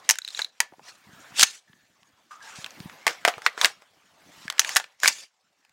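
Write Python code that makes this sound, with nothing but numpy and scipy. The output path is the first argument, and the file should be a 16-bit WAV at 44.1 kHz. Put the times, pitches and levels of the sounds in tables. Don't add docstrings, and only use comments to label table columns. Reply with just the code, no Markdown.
import sys
import numpy as np
from scipy import signal
from scipy.fft import rfft, irfft
from scipy.io import wavfile
from scipy.ndimage import uniform_filter1d

SR = 44100
rng = np.random.default_rng(int(sys.argv[2]) if len(sys.argv) > 2 else 0)


def master_out(mix):
    frames = np.transpose(np.atleast_2d(mix))
    ceiling = np.clip(frames, -1, 1)
    pcm = np.round(ceiling * 32767).astype(np.int16)
    wavfile.write(sys.argv[1], SR, pcm)


def volts_from_db(level):
    exponent = np.asarray(level, float) / 20
    return 10 ** exponent


N = 252252


def evened(x):
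    return x / np.sqrt(np.mean(x ** 2) + 1e-20)


def read(points, hz):
    f, value = np.transpose(points)
    return np.interp(np.log(hz + 1), np.log(f + 1), value)


def add(mix, s, sound):
    part = mix[round(s * SR):][:len(sound)]
    part += sound[:len(part)]


def causal(gain_db):
    cepstrum = irfft(gain_db * np.log(10) / 20)
    cepstrum[1:len(gain_db) - 1] *= 2
    cepstrum[len(gain_db):] = 0
    return np.exp(rfft(cepstrum))


def rings(modes, count):
    t = np.arange(count) / SR
    hz, db, t60 = np.transpose(modes)[:, :, None]
    return volts_from_db(db - 60 * t / t60) * np.sin(2 * np.pi * hz * t)


def hiss(spectrum, patchy_db, flicker_db):
    frames, hz = N // 128 + 5, np.fft.rfftfreq(512, 1 / SR)
    real, imaginary, patches = rng.standard_normal((frames, 257, 3)).T
    patches = uniform_filter1d(patches, size=5, axis=0)
    patches = evened(uniform_filter1d(patches, size=14, axis=1))
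    flicker = evened(uniform_filter1d(rng.standard_normal(frames), size=4))
    level_db = read(spectrum, hz)[:, None] + patchy_db * patches + flicker_db * flicker
    z = (real + 1j * imaginary) * volts_from_db(level_db)
    return evened(signal.istft(z, nperseg=512, noverlap=384)[1][:N])


# (frequency [Hz], relative level [dB], t60 [s])
RECEIVER_MODES = [(449.4, 0, 0.032), (810, 4, 0.028), (918, -3, 0.087), (1550, -9.5, 0.071),
                  (1780, -2.5, 0.15), (2300, -3, 0.065), (3640, -7, 0.05)]
MAGAZINE_MODES = [(482, 12, 0.045), (706, 3, .07), (1005, 0, 0.057), (1330, -10.5, 0.045),
                  (1675, -3.5, .035), (2180, -4.5, .04), (4330, -7, .03)]
# (start [s], end [s])
SEATING_SPAN = (2.5, 3.9)
HANDLE_MODES = [(640, -10.5, .04), (965, -2, 0.18), (1750, -6, .24), (2406, -3, .07), (3080, -4.5, 0.091),
                (4082, 3, .05), (4713, -5.5, .12)]
# (start [s], end [s])
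DRAWN_SPAN = (0.55, 0.65)


def struck_part(s):
    if SEATING_SPAN[0] < s < SEATING_SPAN[1]:
        return rings(MAGAZINE_MODES, count=8192)
    if DRAWN_SPAN[0] < s < DRAWN_SPAN[1]:
        return rings(HANDLE_MODES, count=8192)
    return rings(RECEIVER_MODES, count=8192)


def strike(rows, strong_db, strong_octaves, chatter_db, ring_db=-52, spot_db=3):
    out, t, hz = np.zeros(N), np.arange(8192) / SR, np.fft.rfftfreq(8192, 1 / SR)
    grits = rng.standard_normal((len(rows), 8192))
    spots = rng.standard_normal((len(rows), len(RECEIVER_MODES)))
    for (s, peak_db, ring_hz, body_db, edge_db), grit, spot in zip(rows, grits, spots):
        t60 = np.clip(0.043 * volts_from_db(0.36 * (min(body_db, 12) + 9.0) + 0.15 * peak_db), 0.01, 0.12)
        crush = (t / 0.00083) * np.exp(1 - t / 0.00061)
        chatter = volts_from_db(chatter_db - 60 * t / t60) * np.minimum(t / 0.00035, 1)
        drive = grit * (crush + chatter)
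        mode_gain = volts_from_db(ring_db + 0.095 * peak_db + spot_db * spot)
        ringing = 1 + rfft(mode_gain @ struck_part(s))
        clack_db = 7 + 0.081 * body_db - 2 * np.log2(ring_hz / 2000)
        colour = [(60, body_db - 42), (350, body_db - 14.5), (750, body_db), (1800, clack_db), (3500, 0.002),
                  (6500, edge_db), (11000, edge_db - 10.0), (16000, edge_db - 18.0)]
        octaves_off = np.log2((hz + 1) / ring_hz)
        strong = strong_db * np.exp(-0.5 * (octaves_off / strong_octaves) ** 2)
        sound = irfft(rfft(drive) * ringing * causal(read(colour, hz) + strong))
        loudest = np.sqrt(2 * uniform_filter1d(sound ** 2, size=30).max())
        add(out, s, volts_from_db(peak_db) * sound / loudest)
    return out


# (time [s], peak level [dB], strongest ring [Hz], hollow body [dB], bright edge [dB]);
# body and edge are against 3.5 kHz, before the ring is raised
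KNOCK_EVENTS = [(0.0909, -3, 6400, -6.5, 6), (0.0983, -3.5, 2920, -10, 2.5), (0.1085, -3.5, 6200, -4, 7),
                (0.1157, -17.5, 5640, -8.5, 9), (0.1387, -31, 1500, -4.5, -9), (0.1557, -28, 1550, -18, 1),
                (0.1861, -17.5, 1490, -22, -0.5), (0.3918, -15, 1610, 7, -6.5), (0.6031, -4, 948, -4.5, 3),
                (0.7216, -44.5, 610, 35, -12), (0.7354, -43, 907, 28, -18), (0.7945, -37.5, 650, 33, -12.5),
                (1.3949, -6, 5100, -10, 1), (1.4106, -6.5, 5040, -11.5, 3.5),
                (1.4204, -6.5, 5150, -8.5, 6.5), (1.4291, -1, 3990, -16, -2),
                (1.4325, 3.5, 6390, -10.5, -3.5), (1.7308, -47.5, 1777, -3, -21.5),
                (2.0308, -47.5, 2330, -13, -7), (2.6441, -20.5, 3350, -16, -9.5),
                (2.662, -26, 1690, -2, -4.5), (2.7063, -34.5, 6100, -1.5, -1),
                (2.802, -32.5, 4640, -7, -4.5), (2.8967, -34, 1890, -3.5, -14.5),
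                (3.0667, -5.5, 505.5, 10.5, -1.5), (3.078, -6.5, 2260, 0, -4.5),
                (3.2503, -1.5, 2180, 5.5, -6.5), (3.2773, -6.5, 707, 14.5, -1),
                (3.2829, -9.5, 710, -3.5, -7.5), (3.3388, -28.5, 2360, 11, -30.5),
                (3.3804, -26.5, 1330, 21, -2), (3.4193, -29, 1450, 8.5, -3), (3.4633, -1.5, 2030, 1, -11),
                (3.5774, -20.5, 1440, 11, -8.5), (3.6134, -7, 3550, -8.5, -5),
                (3.6459, 0.5, 1770, -4.5, -6.5), (3.6561, -8.5, 1910, -3.5, 5), (3.8213, -40, 584, 17, -3),
                (4.4798, -19.5, 1660, -19.5, -13.5), (4.5004, -14.5, 3450, -6.5, -2.5),
                (4.5241, -30, 1720, -4, 1.5), (4.5809, -25.5, 1750, -4.5, -11.5),
                (4.5941, 1.5, 6200, -8.5, 4), (4.6166, -19.5, 2900, -17, -9.5),
                (4.647, -17.5, 2420, -19, -8), (4.6922, -16.5, 1550, -12, 3),
                (4.7511, -20.5, 7140, -10.5, 25.5), (4.7603, -9, 1940, -6, -2.5),
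                (4.7663, -2.5, 1610, -3.5, 3.5), (4.7989, -19.5, 1690, 2.5, -6),
                (4.8413, -32, 2640, -2.5, -13), (5.0011, -34.5, 6800, -9.5, 1.5),
                (5.0333, -8, 1560, 2.5, 0), (5.0457, -8.5, 1610, -11, -9), (5.0576, -5, 2300, -6.5, -7.5),
                (5.077, -2, 5470, -6, 3.5), (5.0821, -4, 2422, -12.5, 3), (5.6492, -49.5, 2432, 1.5, -2),
                (5.6944, -52.5, 2037, -2, 0)]


def knocks():
    return strike(KNOCK_EVENTS, strong_db=7.5, strong_octaves=0.12, chatter_db=-9.5)


# (time [s], peak level [dB])
SPRING_TICKS = [(0.2179, -27), (0.248, -23), (0.2771, -24), (0.2861, -24.5), (0.3047, -30), (0.3474, -21.5),
                (0.3738, -27.5), (0.418, -15), (0.4458, -17.5)]
# (strongest ring [Hz], hollow body [dB], bright edge [dB])
SPRING_COLOUR = (3935, -16, 0)


def spring_ticks():
    rows = [(s, db, *SPRING_COLOUR) for s, db in SPRING_TICKS]
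    return strike(rows, strong_db=22.0, strong_octaves=0.12, chatter_db=-4)


# (time [s], length [s], rasp level at start [dB],
# rasp level at end [dB], rustle level against the rasp [dB])
SLIDE_EVENTS = [(0.047, .05, -53, -59, -1), (0.121, 0.056, -40, -55, -11), (0.231, 0.18, -59, -39, -11),
                (0.388, 0.076, -52, -57, 2), (0.52, 0.06, -73, -65.5, -5.5), (0.629, 0.028, -60, -72, 17),
                (0.831, 0.062, -58, -45, -5), (0.918, 0.034, -61, -57, -2), (1.122, 0.018, -67, -57.5, 4.5),
                (1.203, 0.022, -58, -58.5, 2), (1.367, 0.046, -31.5, -15.5, -16),
                (1.438, .14, -36.5, -49.5, -18.5), (2.317, 0.053, -55.5, -67, -9),
                (2.431, 0.081, -51, -50, -9), (2.556, .07, -48, -46, -3), (3.095, .08, -40, -61.5, 6.5),
                (3.275, 0.079, -52, -62.5, 16), (3.426, .035, -57.5, -44, 0),
                (3.587, 0.076, -42, -34, -0.5), (3.633, 0.09, -28.5, -54.5, 3),
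                (4.288, 0.17, -65, -51.5, -9.5), (4.594, 0.14, -43, -35.5, -7.5),
                (4.763, 0.062, -34.5, -51.5, -1.5), (5.008, 0.036, -54.5, -24.5, -4.5),
                (5.051, 0.037, -27.5, -23, -10), (5.113, 0.13, -37, -48, -17.5)]
# (time [s], rustle level [dB])
HAND_LEVELS = [(0, -58.5), (0.1, -56.5), (0.2, -70.5), (0.75, -69), (1.02, -61), (1.33, -50), (1.45, -56),
               (1.57, -68.5), (1.75, -67.5), (1.9, -69.5), (2.05, -67), (2.36, -67), (2.5, -49.5),
               (2.9, -52.5), (3.22, -51.5), (3.56, -52.5), (3.88, -65), (4.15, -62.5), (4.42, -52),
               (4.8, -50), (4.98, -72), (5.3, -75.5), (5.72, -72.5)]


def movement(t):
    hands_db = np.interp(t, *np.transpose(HAND_LEVELS))
    skin_db = -68 + 0.7 * (hands_db + 62)
    rasp_power, rustle_power = volts_from_db(skin_db) ** 2, volts_from_db(hands_db) ** 2
    start_db_per_s, stop_db_per_s = 898, 502.5
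    for s, length, start_db, end_db, rustle_db in SLIDE_EVENTS:
        ramp_db = np.interp(t, [s, s + length], [start_db, end_db])
        ramp_db -= start_db_per_s * np.maximum(s - t, 0)
        ramp_db -= stop_db_per_s * np.maximum(t - s - length, 0)
        rasp_power = rasp_power + volts_from_db(ramp_db) ** 2
        rustle_power = rustle_power + volts_from_db(ramp_db + rustle_db) ** 2
    return np.sqrt(rasp_power), np.sqrt(rustle_power)


# (frequency [Hz], relative level [dB per Hz])
RASP_SPECTRUM = [(1200, -30), (2000, -5.5), (3000, -1.5), (3800, -2), (4600, -0.5), (5500, 1), (7000, -1),
                 (8500, -7), (12000, -20), (16000, -27.5)]


def sliding_rasp(grains, stick_slip, snag_db=-13):
    rasp = evened(hiss(RASP_SPECTRUM, patchy_db=3.5, flicker_db=1.67) * stick_slip)
    t = np.arange(400) / SR
    scratch = uniform_filter1d(rng.standard_normal(400), size=4) * volts_from_db(-60 * t / 0.008)
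    burr = scratch + volts_from_db(-12) * rings(RECEIVER_MODES, count=400)[3:].sum(0)
    return rasp + volts_from_db(snag_db) * evened(signal.oaconvolve(grains, burr)[:N])


# (frequency [Hz], relative level [dB per Hz])
RUSTLE_SPECTRUM = [(200, -28.5), (500, 1), (1000, 4), (1700, 3), (2600, -1), (4000, -5), (8000, -24)]


def hand_rustle(stick_slip, ring_db=-56):
    rustle = hiss(RUSTLE_SPECTRUM, patchy_db=3.37, flicker_db=0.57) * stick_slip
    rifle = rings(RECEIVER_MODES, count=4096).sum(0)
    return evened(rustle + volts_from_db(ring_db) * signal.oaconvolve(rustle, rifle)[:N])


def handling(grains_per_s=400, grain_db=4.5, gritty=0.087):
    rasp_gain, rustle_gain = movement(np.arange(N) / SR)
    draw = rng.random((N, 2))
    grains = (draw[:, 0] < grains_per_s / SR) * volts_from_db(-grain_db * np.log(draw[:, 1] + 0.0064))
    stick_slip = 1 - gritty + gritty * evened(uniform_filter1d(grains, size=90))
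    return rasp_gain * sliding_rasp(grains, stick_slip) + rustle_gain * hand_rustle(stick_slip)


# (time [s], length [s], start level [dB], end level [dB], ring [Hz])
SCUFF_EVENTS = [(1.672, 0.21, -66, -72, 1755), (2.307, 0.16, -39, -75, 1240),
                (2.404, 0.088, -48.5, -50.5, 1634), (2.436, 0.065, -52, -52, 853)]


def scuffs(width_hz=80):
    out, radius = np.zeros(N), np.exp(-np.pi * width_hz / SR)
    rub = rng.standard_normal((len(SCUFF_EVENTS), SR // 2))
    for (s, length, start_db, end_db, hz), noise in zip(SCUFF_EVENTS, rub):
        poles = [1, -2 * radius * np.cos(2 * np.pi * hz / SR), radius * radius]
        count = int(length * SR)
        sung = evened(signal.lfilter([1, 0, -1], poles, noise))[:count]
        fade = volts_from_db(np.linspace(start_db, end_db, count)) * signal.windows.tukey(count, 0.06)
        add(out, s, sung * fade)
    return out


# (time [s], peak level [dB], frequency [Hz])
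BUMP_EVENTS = [(0.725, -45, 290), (0.783, -49, 295), (1.069, -48.5, 168), (1.132, -44, 160),
               (1.32, -45, 156), (1.697, -50, 146), (1.737, -53.5, 210), (2.02, -57, 154.4),
               (2.13, -60.5, 94.2), (2.585, -36.5, 149), (2.803, -31, 160), (2.857, -28.5, 178),
               (3.372, -43, 127), (4.453, -37.5, 190)]


def bumps(cycles=1.4):
    out, t = np.zeros(N), np.arange(4410) / SR
    for s, peak_db, hz in BUMP_EVENTS:
        u = t * hz / cycles * 4
        add(out, s, volts_from_db(peak_db) * u * np.exp(1 - u) * np.sin(2 * np.pi * hz * t))
    return out


# (frequency [Hz], t60 [s])
SHELTER_DECAY = [(300, 0.069), (3000, 0.26), (15000, .08)]


def shelter(x):
    at = np.arange(130, SR // 2 - 20, 20)
    taps = np.zeros(SR // 2)
    taps[at + rng.integers(0, 20, len(at))] = rng.choice([-1., 1.], len(at))
    hz, t, z = signal.stft(taps, SR, nperseg=128)
    t60 = np.clip(read(SHELTER_DECAY, hz), 0.02, 1)[:, None]
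    tail = signal.istft(z * volts_from_db(-60 * t / t60), SR, nperseg=128)[1]
    return signal.oaconvolve(x, tail / np.linalg.norm(tail))[:N]


# (frequency [Hz], relative level [dB per Hz])
AIR_SPECTRUM = [(25, -18.5), (70, -5), (150, 0.5), (300, -0.5), (600, -21.5)]
# (time [s], level [dB])
AIR_LEVELS = [(0, -67), (0.4, -93), (0.7, -69.5), (1.36, -58), (1.6, -92.5), (1.72, -68.5), (1.9, -75),
              (2.3, -73), (2.65, -64), (2.85, -52.5), (3, -64), (3.6, -71.5), (4.1, -72), (4.37, -58),
              (4.85, -79), (5.25, -90), (5.72, -78.5)]


def air():
    stir = hiss(AIR_SPECTRUM, patchy_db=4.0, flicker_db=2.0)
    return volts_from_db(np.interp(np.arange(N) / SR, *np.transpose(AIR_LEVELS))) * stir


def overload(x, knee=0.85, lopsided=0.3):
    over = np.maximum(abs(x) - knee, 0)
    return np.clip(x, -1, 1) - lopsided * uniform_filter1d(over, size=40)


def scene():
    blows = knocks() + spring_ticks()
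    echoes = volts_from_db(-25) * shelter(blows)
    return (blows + echoes + handling() + scuffs() + bumps() + air())[None]


def band_limit(x):
    return signal.sosfilt(signal.butter(12, 16720, fs=SR, output="sos"), x)


def record(dry, cut_hz=90, edge_hz=16100):
    bass_cut = signal.butter(2, cut_hz, "high", fs=SR, output="sos")
    thin = signal.sosfilt(bass_cut, dry)
    band = signal.firwin(255, edge_hz, window=("kaiser", 9), fs=SR)[None]
    limited = signal.oaconvolve(overload(thin), band, "same")
    return band_limit(np.clip(limited, -1, 1))


dry = scene()
out = record(dry)
master_out(out)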